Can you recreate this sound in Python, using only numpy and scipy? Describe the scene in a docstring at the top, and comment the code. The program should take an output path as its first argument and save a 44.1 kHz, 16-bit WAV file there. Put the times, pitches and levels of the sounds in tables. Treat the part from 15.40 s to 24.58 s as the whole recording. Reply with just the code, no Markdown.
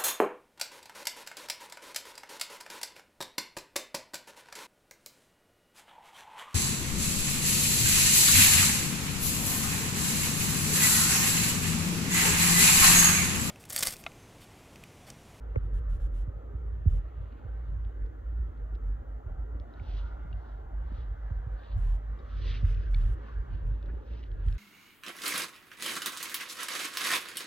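"""A snowfield with pines in a light wind, heard from a phone held by someone turning slowly on the spot.
Right on the microphone, gusts boom and flutter, eddies thump, and a finger knocks the case once.
Far off, the air roars softly in the trees. Within arm's reach a winter jacket swishes as cloth slides
over cloth, ticks as folds snap over, and gives one tiny squeak. A faint hiss lies under it all."""
import sys
import numpy as np
from scipy import signal
from scipy.fft import rfft, irfft, next_fast_len
from scipy.io import wavfile
from scipy.ndimage import uniform_filter1d, map_coordinates

SR = 44100
rng = np.random.default_rng(int(sys.argv[2]) if len(sys.argv) > 2 else 0)


def log_audio(samples):
    """Write samples as a 16-bit WAV file to the path given in sys.argv[1]."""
    # one column per channel
    frames = np.atleast_2d(samples).T
    # limit to full scale, then quantise
    limited = np.clip(frames, -1, 1)
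    pcm = np.round(limited * 32767).astype(np.int16)
    wavfile.write(sys.argv[1], SR, pcm)


N = 404838
T = np.arange(N) / SR

# colour of lightly brushed cloth, close up: f/Hz, level/dB
LIGHT_CLOTH = [(1200, -19.5), (2200, -11), (2900, 1), (3800, 1), (4650, -6), (5300, -13), (6100, -14),
               (6800, -37.5), (10000, -50.5)]


def undb(db):
    """Decibels to gain."""
    return np.exp(np.asarray(db) * (np.log(10) / 20))


def unit(x):
    """Scale to rms 1."""
    return x / np.sqrt(np.mean(x ** 2))


def curves(table, at=T):
    """The columns of a table, joined by straight lines in time."""
    s, *columns = np.transpose(table)
    return [np.interp(at, s, c) for c in columns]


def colour(x, points):
    """Filter by an outline (f/Hz, level/dB) on a log-frequency axis."""
    hz, db = np.transpose(points)
    size = next_fast_len(N, True)
    bins_hz = np.maximum(np.fft.rfftfreq(size, 1 / SR), 1)
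    gain = undb(np.interp(np.log(bins_hz), np.log(hz), db))
    return irfft(rfft(x, size) * gain, size)[:N]


def noise(points):
    """Coloured noise of rms 1 that dies away beyond the ends of its outline."""
    below = (points[0][0] / 2, points[0][1] - 20)
    above = (points[-1][0] * 2, points[-1][1] - 40)
    return unit(colour(rng.standard_normal(N), [below, *points, above]))


def walk(rate_hz):
    """A smooth random wander of rms 1."""
    step = int(SR / rate_hz)
    held = np.repeat(rng.standard_normal(N // step + 1), step)
    return unit(uniform_filter1d(held, step)[:N])


def steady(x, span_s):
    """Even out swells slower than span_s and scale to rms 1."""
    power = uniform_filter1d(np.abs(signal.hilbert(x)) ** 2, int(span_s * SR))
    return unit(x / np.sqrt(power + 1e-12))


def bell(s, length_s):
    """A smooth rise and fall around time s, 1 at the crest."""
    return np.exp(-(2 * (T - s) / length_s) ** 2)


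def stereo(mid, side):
    """Left and right from mid and side."""
    return np.array([mid + side, mid - side])


def pan(x, db):
    """Place a sound by its left minus right level."""
    return x * undb(np.array([[1], [-1]]) * db / 2)


def ports(x, lead_rad):
    """A near source reaches the microphone's left port earlier by this phase."""
    return stereo(x, -np.tan(lead_rad / 2) * signal.hilbert(x).imag)


def add(out, s, sound):
    """Mix a sound in at time s."""
    start = int(s * SR)
    part = sound[..., :N - start]
    out[..., start:start + part.shape[-1]] += part


def wind_levels(breeze_boom_db=-39, breeze_flutter_db=-51.5, boom_wander_db=3.2, flutter_wander_db=2.6):
    """Boom, flutter and bare gust in dB: gusts add their power to the breeze, lulls take it away."""
    # gusts and puffs at the microphone: crest t/s, length/s, boom/dB, flutter/dB
    gusts = [(0.111, .05, -35, -48), (0.253, 0.08, -29.5, -39), (0.367, 0.098, -25.5, -41.5),
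             (0.533, 0.11, -24.5, -39.5), (0.637, .11, -25.5, -40.5), (0.785, 0.18, -26.5, -45.5),
             (0.969, .06, -34.5, -42), (1.287, .12, -35.5, -45), (1.397, 0.088, -39, -42),
             (1.536, 0.15, -25, -37), (1.661, 0.053, -36.5, -55), (1.802, 0.09, -39, -39),
             (2.151, .17, -38, -54.5), (2.334, 0.14, -30.5, -40), (2.479, .06, -36, -47),
             (2.64, 0.045, -31.5, -49), (2.901, .14, -37, -56), (3.227, 0.065, -31, -44),
             (3.335, 0.064, -33, -48), (3.481, 0.16, -29.5, -47.5), (3.728, .11, -35, -58),
             (4.005, .08, -31.5, -50), (4.576, 0.15, -32.5, -47), (4.747, .07, -34, -59),
             (4.934, 0.094, -34.5, -41), (5.14, 0.092, -33, -57), (5.249, .08, -36.5, -61.5),
             (5.384, 0.099, -34.5, -56), (5.54, 0.047, -33, -40), (5.685, 0.055, -34, -58),
             (5.858, 0.082, -32.5, -56), (5.979, 0.1, -34.5, -53), (6.13, 0.1, -29.5, -47),
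             (6.379, .08, -31.5, -34), (6.478, 0.23, -23.5, -39.5), (6.718, .15, -33.5, -48.5),
             (6.971, .1, -32.5, -41), (7.092, 0.2, -30, -38.5), (7.29, 0.2, -27, -38.5),
             (7.395, .08, -33, -39.5), (7.565, 0.15, -23, -40), (7.676, 0.16, -22, -35),
             (7.991, 0.11, -30.5, -40), (8.14, .1, -31, -37), (8.281, 0.15, -29, -39),
             (8.503, 0.074, -33, -52), (8.958, .1, -32, -44), (9.107, 0.17, -25.5, -37)]
    # moments when the wind drops away: t/s, length/s, level change/dB
    lulls = [(1.018, 0.028, -11), (2.006, 0.087, -10), (2.731, 0.15, -6), (3.14, 0.05, -8),
             (3.818, 0.04, -11.5), (4.271, 0.12, -11), (5.03, 0.29, -5.5), (6.267, 0.066, -9.5),
             (6.84, 0.06, -3), (8.41, 0.032, 1), (8.604, 0.041, -8), (8.816, 0.07, -4)]
    boom_power, flutter_power = undb(breeze_boom_db) ** 2, undb(breeze_flutter_db) ** 2
    for s, length_s, boom_db, flutter_db in gusts:
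        swell = bell(s, length_s)
        boom_power += (undb(boom_db) * swell) ** 2
        flutter_power += (undb(flutter_db) * swell) ** 2
    gust_db = 10 * np.log10(boom_power)
    lull_db = sum(db * bell(s, length_s) for s, length_s, db in lulls)
    # the weak breeze is fitful, a strong gust blows more evenly
    waver = walk(16) * np.sqrt(undb(breeze_boom_db - gust_db))
    boom_db = gust_db + lull_db + boom_wander_db * waver
    flutter_db = 10 * np.log10(flutter_power) + lull_db / 2 + flutter_wander_db * waver
    return boom_db, flutter_db, gust_db


def wind_boom(level_db, gust_db, sag_per_db=0.0173):
    """Turbulence on the microphone drives a narrow boom whose pitch sags as the gust grows."""
    # resonances of the boom: f/Hz, width/Hz, level/dB
    modes = [(35.82, 3.5, -16.5), (50.98, 3.57, -5)]
    # the microphone sheds the deepest bass: f/Hz, gain/dB
    low_cut = [(22, -16), (34, -3), (46, 0)]
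    push = noise([(26, -32), (36, -5.5), (47, -0.5), (56, -0.5), (70, -10.5), (130, -28)])
    boom = sum(undb(db) * signal.lfilter(*signal.iirpeak(hz, hz / width_hz, SR), push)
               for hz, width_hz, db in modes)
    speed = 1 - sag_per_db * (gust_db - gust_db.mean())
    boom = map_coordinates(boom, [np.cumsum(speed)], order=1, mode="mirror")
    boom = steady(boom, span_s=0.075) * undb(level_db)
    return pan(colour(boom, low_cut), db=-1.24)


def wind_flutter(level_db, side_db=-8):
    """Small eddies hit each port separately: a loose flutter, a little stronger on the right."""
    # colour of the flutter: f/Hz, level/dB
    spectrum = [(45, -30.5), (65, -6.5), (80, 3), (100, -1.5), (130, -11), (170, -19.5), (300, -43),
                (700, -61.5)]
    mid = steady(noise(spectrum), span_s=0.09)
    side = undb(side_db) * noise(spectrum)
    return pan(stereo(mid, side) * undb(level_db), db=-1.5)


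def ground_ripple(x, reach_hz=2300, main_db=6, main_width_hz=90, patchy_db=2.5):
    """Far sound interferes with its ground echo: evenly spaced crests, shimmering in the moving air."""
    # the crests as the phone turns: t/s, strongest crest f/Hz, spacing/Hz, depth/dB
    comb = [(0, 1300, 802, 1), (1.6, 1230, 736, 1), (2.2, 1544, 524, .5), (3.3, 1347, 565, 1),
            (4.3, 1366, 645, 2), (5.1, 1420, 677, 1.5), (5.85, 1583, 543, 0.7), (6.6, 1630, 581, -0.3),
            (7.85, 1650, 654, 0.36), (9.18, 1636, 677, 1.5)]
    hz, s, frames = signal.stft(x, SR, nperseg=1024)
    crest_hz, spacing_hz, depth_db = curves(comb, s)
    hz = hz[:, None]
    crests = np.cos(2 * np.pi * (hz - crest_hz) / spacing_hz) / (1 + (hz / reach_hz) ** 8)
    main_crest = np.exp(-((hz - crest_hz) / main_width_hz) ** 2) * depth_db / depth_db.max()
    shimmer = uniform_filter1d(rng.standard_normal(frames.shape), size=3, axis=0)
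    shimmer = unit(uniform_filter1d(shimmer, size=7, axis=1))
    lift_db = depth_db * crests + main_db * main_crest + patchy_db * shimmer
    return signal.istft(frames * undb(lift_db), SR)[1][:N]


def distant_air(direct=.9, wander_db=.6):
    """Far wind in the pines; it comes mostly from one side, so the ports hear it out of step."""
    # strength of the far wind: t/s, low roar/dB, body/dB, sough of the pines/dB
    levels = [(0.0, -58, -66.5, -66.5), (0.89, -58, -68.5, -69), (2.25, -58.5, -67, -67.5),
              (2.71, -59, -71, -67.5), (4.01, -59, -65, -68.5), (4.78, -57.5, -64.5, -64.5),
              (5.11, -61, -62.5, -66), (6.72, -60, -65, -63), (7.13, -56, -70.5, -62),
              (7.87, -59, -68, -61), (8.16, -58.5, -67, -65.5), (8.54, -56.5, -68.5, -68.5),
              (9.18, -60, -74, -66)]
    # colours of those three layers: f/Hz, level/dB
    roar = [(60, -1.5), (150, -2), (250, 3), (450, 1.5), (560, -1.5), (750, -17.5), (1200, -42)]
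    body = [(350, -15.5), (600, 2.5), (820, 3.5), (1050, -1.5), (1300, -13), (2000, -29)]
    sough = [(800, -16), (1150, -0.5), (1450, -1), (1850, -4.5), (2200, -14), (2550, -21.5), (3000, -20),
             (4500, -33.5), (7000, -39.5)]
    # stereo width: f/Hz, side minus mid/dB
    width = [(100, -6.5), (250, -3.5), (420, -0.5), (670, 4.5), (1100, 2.5), (1500, -1), (2000, -8),
             (3000, -1), (5000, 2)]
    # the roar leans to the left: f/Hz, left minus right/dB
    balance = [(130, -0.5), (260, 5.5), (420, 1.5), (800, 0)]
    gains = [undb(db + wander_db * walk(6)) for db in curves(levels)]
    layers = list(zip((roar, body, sough), gains))
    front = sum(noise(spectrum) * gain for spectrum, gain in layers)
    diffuse = sum(noise(spectrum) * gain for spectrum, gain in layers)
    # the difference between two close ports is a quarter cycle behind their sum
    behind = signal.hilbert(front).imag
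    side = colour(direct * behind + np.sqrt(1 - direct ** 2) * diffuse, width)
    left, right = stereo(ground_ripple(front), side)
    return np.array([colour(left, [(hz, db / 2) for hz, db in balance]),
                     colour(right, [(hz, -db / 2) for hz, db in balance])])


def faint_hiss(gust_db, floor_db=-86, swell_db=-70.5, full_at_db=-27.5):
    """A steady hiss in each channel, and a second one that swells with the strongest gusts."""
    # colours of the two hisses: f/Hz, level/dB
    floor_colour = [(1500, -10.5), (2900, -8), (4500, -20), (6500, -3), (9000, -14), (15000, -5.5)]
    swell_colour = [(1500, -14), (3000, -1.5), (4500, -13.5), (7000, -10.5), (11000, -13), (15000, -18.5)]
    floor = np.array([noise(floor_colour), noise(floor_colour)])
    swell = np.array([noise(swell_colour), noise(swell_colour)])
    onset_db = 6 * np.minimum(gust_db - full_at_db, 0)
    return floor * undb(floor_db) + swell * undb(swell_db + onset_db)


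def rub_levels(rise_share=0.54, range_db=20, roundness=1.4, rest_db=-100):
    """Gains of light rubbing, pressed rubbing and sheen: each stroke climbs to a peak and falls away."""
    # sleeve strokes: peak t/s, length/s, level/dB, pressed against light cloth/dB, sheen/dB
    strokes = [(0.173, 0.81, -89.5, 9.5, -0.5), (0.994, 0.96, -91.5, 4.5, -8.5),
               (1.883, 1.3, -83.5, 8.5, -11), (2.262, 0.22, -82.5, -3, -6), (2.5, .3, -90.5, 2, -6),
               (3.0, 1.5, -90.5, -3, -5), (4.557, 0.41, -64, -3.5, 0), (5.082, .5, -78.5, -15, 1),
               (5.576, 0.32, -70, -12.5, -3.5), (5.947, 1, -85, -5, -7), (6.259, 0.25, -68, -11, -15.5),
               (6.326, .1, -66, -15, -16), (6.47, 0.24, -76.5, 0, -6), (7.025, 0.41, -62, -2, 0),
               (7.105, 0.17, -50.5, -3.5, -3.5), (7.154, 0.17, -56.5, 1.5, -0.5),
               (7.292, .3, -68.5, 5.5, 8), (7.441, 0.25, -70.5, 4, 4), (7.62, 0.35, -72, 2.5, 4),
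               (7.886, 0.34, -77, 5.5, -1.5), (8.144, 0.19, -74, 2.5, -4), (8.441, 1.2, -81, 5, -3),
               (8.767, 0.32, -69, 2, 1.5), (9.176, 0.74, -73.5, 4, -8)]
    light = pressed = sheen = undb(rest_db) ** 2  # the cloth never lies quite still
    for s, length_s, db, pressed_db, sheen_db in strokes:
        from_peak = np.maximum((s - T) / rise_share, (T - s) / (1 - rise_share)) / length_s
        power = undb(db - range_db * from_peak ** roundness) ** 2
        light = light + power
        pressed = pressed + power * undb(pressed_db) ** 2
        sheen = sheen + power * undb(sheen_db) ** 2
    return np.sqrt(light), np.sqrt(pressed), np.sqrt(sheen / light)


def jacket_swish(grain_db=1.8, catch_db=1.2, creases_per_s=30, scatter_db=-9, echo_s=.0061, echo_db=-8):
    """Cloth slides over cloth at arm's length: countless tiny slips, crinkles and a ground echo."""
    # colours of hard-pressed cloth and of rustle scattered off the body: f/Hz, level/dB
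    pressed_cloth = [(700, -23), (1300, -6), (1800, 2.5), (2250, -2), (2750, 1), (3400, -10.5), (4500, -20)]
    scatter = [(2000, -11), (3000, -4.5), (4400, 1.5), (5600, 0.5), (6500, -11.5), (9000, -29.5)]
    # treble cut that takes the sheen off the rustle: f/Hz, gain/dB
    sheen_cut = [(4600, 0), (5400, -22.5)]
    # bearing of the rubbing cloth from the microphone: t/s, left port's lead/rad
    bearing = [(2, 0.58), (4.55, 1.07), (6.3, 1.04), (7.1, 0.32), (7.6, 1.3), (9.18, 0.97)]
    light, pressed, sheen = rub_levels()
    slips = unit(undb(grain_db * walk(900) + catch_db * walk(70)))
    swish = (noise(LIGHT_CLOTH) * light + noise(pressed_cloth) * pressed) * slips
    # creases give way at random, harder when the cloth moves fast
    creases = (rng.random(N) < creases_per_s / SR) * rng.random(N)
    crinkles = colour(creases, LIGHT_CLOTH) * undb(-6) * light ** 0.98
    scattered = stereo(0, noise(scatter) * light * slips * undb(scatter_db))
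    cloth = ports(swish + crinkles, *curves(bearing)) + scattered
    matte = np.array([colour(x, sheen_cut) for x in cloth])
    cloth = matte + sheen * (cloth - matte)
    return cloth + undb(echo_db) * np.roll(cloth, int(echo_s * SR), axis=1)


def case_knock(at_s=.158, rise_cycles=2.16, left_lag_rad=2.54):
    """A finger knocks the phone's case; each mode swells for about two cycles, so the lows come late."""
    # ringing of the case: f/Hz, level/dB, t60/s
    modes = [(246, -36, .035), (466, -19.5, 0.021), (810, -33, 0.012), (1250, -37, .01),
             (2130, -35.5, 0.011), (6600, -56, .0025)]
    out, t = np.zeros((2, N)), np.arange(SR // 10) / SR
    port_phase = np.array([[-1], [1]]) * left_lag_rad / 2
    for hz, db, t60 in modes:
        peak_s = rise_cycles / hz
        rise = np.minimum(t / peak_s, 1) ** 3
        fade = undb(-60 * np.maximum(t - peak_s, 0) / t60)
        add(out, at_s, undb(db) * rise * fade * np.sin(2 * np.pi * hz * t + port_phase))
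    return out


def eddy_thumps(sweep_cycles=1.26, rest_hz=22.5, attack=.59, release=.66, pan_db=-11, settle_s=.014):
    """Each eddy is a quick downward sweep: the highs strike the right port, the bass trails on both."""
    # eddies on the microphone: t/s, peak/dB, starting pitch above rest/Hz, time to the peak/s
    eddies = [(0.164, -19, 214, 0.014), (0.873, -28, 330, 0.015), (1.141, -29.5, 202, 0.015),
              (1.459, -11.5, 280.7, 0.02), (2.045, -29, 194, 0.017), (2.987, -26.5, 275, 0.026),
              (3.857, -30.5, 178, 0.018), (3.981, -33.5, 169, 0.017), (4.407, -31, 212, 0.017),
              (4.848, -37, 300.4, 0.0081), (5.517, -36.5, 454, 0.0055), (5.905, -26.5, 238, 0.015),
              (6.065, -28, 210, 0.014), (7.23, -16.5, 270, 0.02), (7.553, -33.5, 328, 0.015),
              (9.061, -22, 247, 0.025)]
    out, t = np.zeros((2, N)), np.arange(SR // 8) / SR
    for s, db, hz, peak_s in eddies:
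        cycles = sweep_cycles * np.log1p(t * hz / sweep_cycles) + rest_hz * t
        spread = np.where(t < peak_s, attack, release)
        swell = np.exp(-((t / peak_s - 1) / spread) ** 2)
        thump = undb(db) * np.sin(2 * np.pi * cycles) * swell
        add(out, s, pan(thump, pan_db * np.exp(-t / settle_s)))
    return out


def fold_ticks(rise_s=0.0024, top_hz=5000):
    """A fold snaps over near the microphone: a pitched tap inside a dry scrape, both dying quickly."""
    # snapping folds: t/s, level/dB, f/Hz, time to fall 20 dB/s, scrape against tap/dB
    folds = [(1.924, -59, 2870, 0.0034, -3), (2.448, -60, 2887, .004, 1), (2.66, -67.5, 3500, .004, 1),
             (3.173, -68, 2910, .005, 8), (3.347, -61.5, 2800, .003, 4), (3.351, -62, 3920, 0.005, 11),
             (4.1975, -56, 3570, 0.0026, 2), (4.3375, -58.5, 3900, 0.0036, -9),
             (4.396, -49.5, 2230, 0.0029, -9), (4.927, -52, 2800, 0.0074, -9.5),
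             (6.233, -58, 3200, 0.0036, 7), (6.788, -62, 3730, 0.024, -6), (7.216, -59, 4240, .003, 5),
             (7.248, -47.5, 2031, 0.0056, 3), (7.345, -53, 3000, .003, 5), (7.373, -54.5, 2480, .006, -7),
             (7.611, -59.5, 2950, .004, -1), (8.267, -60, 2480, .005, -5), (8.426, -59.5, 3560, .005, 0),
             (8.458, -60, 3460, .004, 0), (8.486, -50.5, 1480, 0.022, -6), (8.497, -54, 1723, 0.023, -8),
             (8.8285, -54, 2890, .004, -3), (8.836, -52, 2980, .007, 0), (8.915, -57, 3220, 0.0026, -5),
             (9.083, -51, 1860, .005, 0), (9.083, -53, 3130, .007, -4), (9.124, -49, 3700, 0.0036, -1)]
    out, t = np.zeros(N), np.arange(SR // 20) / SR
    rise = np.sin(np.pi / 2 * np.minimum(t / rise_s, 1)) ** 2
    for s, db, hz, fall_s, scrape_db in folds:
        band = signal.butter(5, [hz / 1.8, min(hz * 1.45, top_hz)], "band", fs=SR, output="sos")
        scrape = unit(signal.sosfilt(band, rng.standard_normal(len(t))))
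        tick = unit(np.sin(2 * np.pi * hz * t) + undb(scrape_db) * scrape) / np.sqrt(2)
        fade = undb(-20 * np.maximum(t - rise_s, 0) / fall_s)
        add(out, s, undb(db) * tick * rise * fade)
    return ports(out, lead_rad=1.0)


def fold_squeak(at_s=7.5425, length_s=0.0076, glide_share=0.1, rasp_db=-54):
    """A taut fold sticks and slips: a few rising partials over a little rasp."""
    # partials at the middle of the squeak: f/Hz, level/dB
    partials = [(2270, -43), (3520, -49), (4300, -51.5), (5150, -70)]
    out, t = np.zeros(N), np.arange(SR // 20) / SR
    progress = np.minimum(t / length_s, 1)
    clock = t * (1 + glide_share * (progress - 1) / 2)
    tone = sum(undb(db) * np.sin(2 * np.pi * hz * clock) for hz, db in partials)
    rasp = undb(rasp_db) * noise(LIGHT_CLOTH)[:len(t)]
    add(out, at_s, (tone + rasp) * np.sin(np.pi * progress))
    return ports(out, lead_rad=.7)


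def scene():
    """Wind on the microphone and in the far pines, a faint hiss, a knock, and the jacket close by."""
    boom_db, flutter_db, gust_db = wind_levels()
    bed = wind_boom(boom_db, gust_db) + wind_flutter(flutter_db) + distant_air() + faint_hiss(gust_db)
    return bed + jacket_swish() + case_knock() + eddy_thumps() + fold_ticks() + fold_squeak()


def record(dry):
    """The phone cuts the top; the sound eases in and out over a few milliseconds."""
    top_hz, ease_s = 15700, .006
    from_edge_s = np.minimum(T, T[::-1])
    ease = np.sin(np.pi / 2 * np.minimum(from_edge_s / ease_s, 1)) ** 2
    high_cut = signal.ellip(8, .2, 70, top_hz, fs=SR, output="sos")
    return signal.sosfilt(high_cut, dry * ease)


dry = scene()
out = record(dry)
log_audio(out)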